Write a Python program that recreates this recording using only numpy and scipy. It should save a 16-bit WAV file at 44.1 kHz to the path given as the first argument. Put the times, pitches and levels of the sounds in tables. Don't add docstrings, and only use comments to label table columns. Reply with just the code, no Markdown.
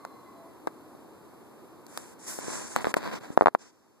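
import sys
import numpy as np
from scipy import signal
from scipy.fft import rfft, irfft
from scipy.io import wavfile
from scipy.ndimage import uniform_filter1d, minimum_filter1d

SR = 44100
rng = np.random.default_rng(int(sys.argv[2]) if len(sys.argv) > 2 else 0)


def pcm_store(signal):
    levels = np.round(np.clip(np.atleast_2d(signal), -1, 1) * 32767)
    wavfile.write(sys.argv[1], SR, levels.astype(np.int16).T)


N = 176400
TIME = np.arange(N) / SR


def from_db(db):
    return 10 ** (np.asarray(db) / 20)


def rms_one(x):
    return x / np.sqrt(np.mean(x ** 2) + 1e-20)


def noise(spectrum, channels=2, source=None):
    hz, db = np.transpose(spectrum)
    f = np.maximum(np.fft.rfftfreq(N, 1 / SR), 1)
    gain = from_db(np.interp(np.log(f), np.log(hz), db)) * np.minimum(f / hz[0], 1) ** 2
    source = rng.standard_normal((channels, N)) if source is None else source
    return rms_one(irfft(rfft(source) * gain, N))


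def drift(rate_hz):
    lowpass = signal.butter(2, rate_hz, fs=SR, output="sos")
    return rms_one(signal.sosfilt(lowpass, rng.standard_normal(N + SR))[SR:])


def two_pole(x, hz, q, band=False):
    w = 2 * np.tan(np.pi * hz / SR)
    return signal.lfilter(*signal.bilinear([w, 0] if band else [w * w], [1, w / q, w * w]), x)


def room_tone(hum_db=-50.5, waver_db=0.74, diffuse_db=-58):
    # freq_hz, gain_db
    hum_colour = [(40, -15), (90, 0.5), (170, -2.5), (320, 3), (600, -12), (1050, -15.5), (1500, -31.5),
                  (2000, -45), (3500, -47.5), (7000, -42.5), (12500, -40.5)]
    diffuse_colour = [(40, -14), (90, -4), (320, 3), (600, -4), (1050, -2.5), (2000, -15.5), (3500, -20),
                      (7000, -20), (12500, -18.5)]
    # time_s, gain_db
    swell = [(0, -1), (.8, 1.5), (1.3, 0), (1.8, -0.5), (3.2, 0.5), (4, -4)]
    level = from_db(hum_db + np.interp(TIME, *np.transpose(swell)) + waver_db * drift(24))
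    return level * noise(hum_colour, channels=1) + from_db(diffuse_db) * noise(diffuse_colour)


def cat_whine(jitter=0.013, shimmer_db=4, mouth_ratio=1.57, mouth_width_hz=48, mouth_db=-0.5):
    # time_s, pitch_hz
    glide = [(0, 696), (.2, 690.6), (.35, 675), (.55, 654)]
    # time_s, level_db
    fade = [(0, -56), (.3, -59), (.46, -62), (.6, -66)]
    # harmonic_number, level_db
    partials = [(3, -16), (4, -43), (5, -30), (6, -23)]
    pitch = np.interp(TIME, *np.transpose(glide)) * (1 + jitter * drift(50))
    phase = 2 * np.pi * np.cumsum(pitch) / SR
    tone = sum(from_db(db + shimmer_db * drift(9.1)) * np.sin(k * phase) for k, db in partials)
    hoot = from_db(8) * np.exp(-((TIME - 0.434) / 0.085) ** 2) * np.sin(phase)
    mouth_phase = mouth_ratio * phase
    breath = drift(mouth_width_hz) * np.sin(mouth_phase) + drift(mouth_width_hz) * np.cos(mouth_phase)
    level = from_db(np.interp(TIME, *np.transpose(fade), right=-120))
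    return level * (tone + hoot + from_db(mouth_db) * breath / np.sqrt(2))


def gritty_rasp(slips_per_s=350, spread_db=6.5, grit_db=-7):
    # freq_hz, gain_db
    colour = [(40, -25.5), (90, -13), (200, -1.5), (450, -4.5), (800, -6.5), (1300, -10.5), (2000, -14),
              (3000, -21), (4800, -21.5), (7000, -35), (12500, -32)]
    # freq_hz, q, gain_db
    resonances = [(220, 9.7, -4), (564, 13, -10), (1020, 12, 0), (1600, 8, -6)]
    slips = (rng.random((2, N)) < slips_per_s / SR) * rng.choice([-1, 1], (2, N))
    strength = from_db(spread_db * np.minimum(rng.exponential(1, (2, N)), 4))
    friction = noise(colour) + from_db(grit_db) * noise(colour, source=slips * strength)
    body = sum(from_db(db) * two_pole(friction, hz, q, band=True) / q for hz, q, db in resonances)
    return rms_one(friction + body)


def rubbing(hiss_flutter_db=0.65, rasp_flutter_db=2.0, edge_db=-8.5, fade_s=0.0034):
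    # start_s, peak_s, end_s, hiss_db, hiss_top_hz, rasp_db
    strokes = [(1.884, 1.982, 2.14, -49, 12700, -49.5), (2.193, 2.254, 2.325, -46, 9200, -55),
               (2.27, 2.284, 2.4, -34, 15500, -45.5), (2.404, 2.536, 2.68, -35.5, 8400, -37.5),
               (2.678, 2.716, 2.79, -40.5, 9200, -45), (2.757, 2.782, 2.824, -59, 8000, -33),
               (2.809, 2.814, 2.86, -45.5, 11000, -46), (2.856, 2.88, 2.895, -48, 8000, -33.5),
               (2.889, 2.904, 2.918, -41.5, 9300, -35.5), (2.965, 2.971, 2.986, -40, 11000, -29.5),
               (2.991, 3.054, 3.143, -53, 7000, -34), (3.12, 3.157, 3.188, -45.5, 4340, -34),
               (3.207, 3.242, 3.32, -56, 7800, -44), (3.319, 3.327, 3.35, -52.5, 8900, -51),
               (3.393, 3.403, 3.41, -48, 6500, -42.5), (3.588, 3.621, 3.705, -42.5, 5560, -45.5),
               (3.705, 3.723, 4.16, -61.5, 5014, -66)]
    # freq_hz, gain_db
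    hiss_colour = [(800, -23), (1600, -3), (2300, -11), (3000, -11), (4200, -13), (5500, 0), (7400, 2.5),
                   (8400, 1.5), (9800, -2), (12500, -8)]
    hiss = noise(hiss_colour) * from_db(hiss_flutter_db * drift(45))
    rasp = gritty_rasp() * from_db(rasp_flutter_db * drift(130))
    ports = np.zeros((2, N))
    for start, peak, end, hiss_db, top_hz, rasp_db in strokes:
        swell = from_db(np.interp(TIME, [start, peak, end], [edge_db, 0, edge_db]))
        outside_s = np.maximum(np.maximum(start - TIME, TIME - end), 0)
        pressure = swell * np.exp(-np.minimum(outside_s / fade_s, 20))
        stroke_hiss = rms_one(two_pole(hiss, top_hz, q=1.2))
        ports += pressure * (from_db(hiss_db) * stroke_hiss + from_db(rasp_db) * rasp)
    return ports / np.sqrt(2)


def case_knocks(crack_t60_s=0.0061, rattle_t60_s=0.032):
    # start_s, level_db, pitch_hz, crack_db, rattle_db (last two relative to the hit)
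    hits = [(0.0504, -22.5, 930, -12, -16), (0.1443, -43, 400, -22, -22), (.6720, -19, 700, -15, -4),
            (0.9495, -37, 380, -29, -25), (1.866, -44.5, 400, 8, -17), (1.9747, -21, 1120, 3.5, -13),
            (2.3880, -23.5, 430, -16, -11), (2.4817, -22.5, 354, -32, -27),
            (2.7623, -5.5, 1070, -11, -20.5), (2.8445, -11, 1160, -26, -14.5),
            (2.8534, -16.5, 1130, -28, -8.5), (2.8695, -9.5, 485, -39, -14), (2.9406, -11.5, 746, -30, -14),
            (2.9415, -8, 1720, -10.5, -24.5), (2.9672, -13, 520, -17, -10), (3.303, -25, 251, -38, -35),
            (3.3754, 12, 650, -32.5, -28), (3.3905, -13, 520, -27.5, -13), (3.41, 10, 720, -42.5, -23),
            (3.4214, 3, 530, -33.5, -22), (3.431, -11, 600, -24.5, -12.5), (3.4402, -15.5, 400, -21.5, -14),
            (3.4595, 12, 864, -40, -25), (3.4706, 8, 880, -39.5, -25.5), (3.4824, 5.5, 800, -44, -24),
            (3.5495, 6.5, 820, -37, -29.5)]
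    # freq_hz, relative_db, t60_s
    modes = [(220, -28.5, .03), (540, -23.5, 0.012), (861, -18.5, 0.0059), (1270, -29.5, 0.015),
             (3620, -36.5, 0.0049)]
    # freq_hz, gain_db
    crack_colour = [(800, -25), (2000, -5.5), (4000, 2.5), (8000, 4.5), (13000, -1)]
    rattle_colour = [(80, -14.5), (250, 6.5), (600, 2), (1100, 1.5), (1800, -8), (3000, -24), (9000, -31.5)]
    ports, t = np.zeros((2, N)), TIME[:SR // 10]
    crack_noise, rattle_noise = noise(crack_colour), noise(rattle_colour)
    for start, level_db, pitch_hz, crack_db, rattle_db in hits:
        span = slice(int(start * SR), int(start * SR) + len(t))
        swing = two_pole(1. * (t == 0), pitch_hz, q=0.84, band=True)
        swing = two_pole(swing, 1.256 * pitch_hz, q=0.86)
        swing = signal.sosfilt(signal.butter(1, 2.3 * pitch_hz, fs=SR, output="sos"), swing)
        ring = sum(from_db(db + 2 * rng.standard_normal() - 60 * t / t60) * np.sin(2 * np.pi * hz * t)
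                   for hz, db, t60 in modes)
        crack = crack_noise[:, span] * from_db(crack_db - 60 * t / crack_t60_s)
        rattle = rattle_noise[:, span] * from_db(rattle_db - 60 * t / rattle_t60_s)
        hit = (crack + rattle) / np.sqrt(2)
        hit[0] += ring - swing / np.abs(swing).max()
        ports[:, span] += from_db(level_db) * hit
    return ports


def cross_subtract(ports, lag_samples=15):
    # freq_hz, share
    cancellation = [(4400, 1), (6000, 0.22), (13000, 0.36)]
    f = np.fft.rfftfreq(2 * N, 1 / SR)
    share = np.interp(f, *np.transpose(cancellation))
    delay = np.exp(-2j * np.pi * f * lag_samples / SR)
    return ports - irfft(rfft(ports[::-1], 2 * N) * share * delay)[:, :N]


def scene():
    return room_tone() + cat_whine() + rubbing() + case_knocks()


def record(dry, ceiling_db=1, recover_db_per_s=1, cutoff_hz=14000):
    stereo = cross_subtract(dry)
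    over_db = np.maximum(20 * np.log10(np.abs(stereo).max(axis=0) + 1e-9) - ceiling_db, 0)
    recovery_db = recover_db_per_s * TIME
    held_db = np.maximum.accumulate(over_db + recovery_db) - recovery_db
    gain_db = uniform_filter1d(minimum_filter1d(-held_db, size=129), size=129)
    clipped = np.clip(stereo * from_db(gain_db), -1, 1)
    return signal.sosfilt(signal.ellip(12, .1, 60, cutoff_hz, fs=SR, output="sos"), clipped)


dry = scene()
out = record(dry)
pcm_store(out)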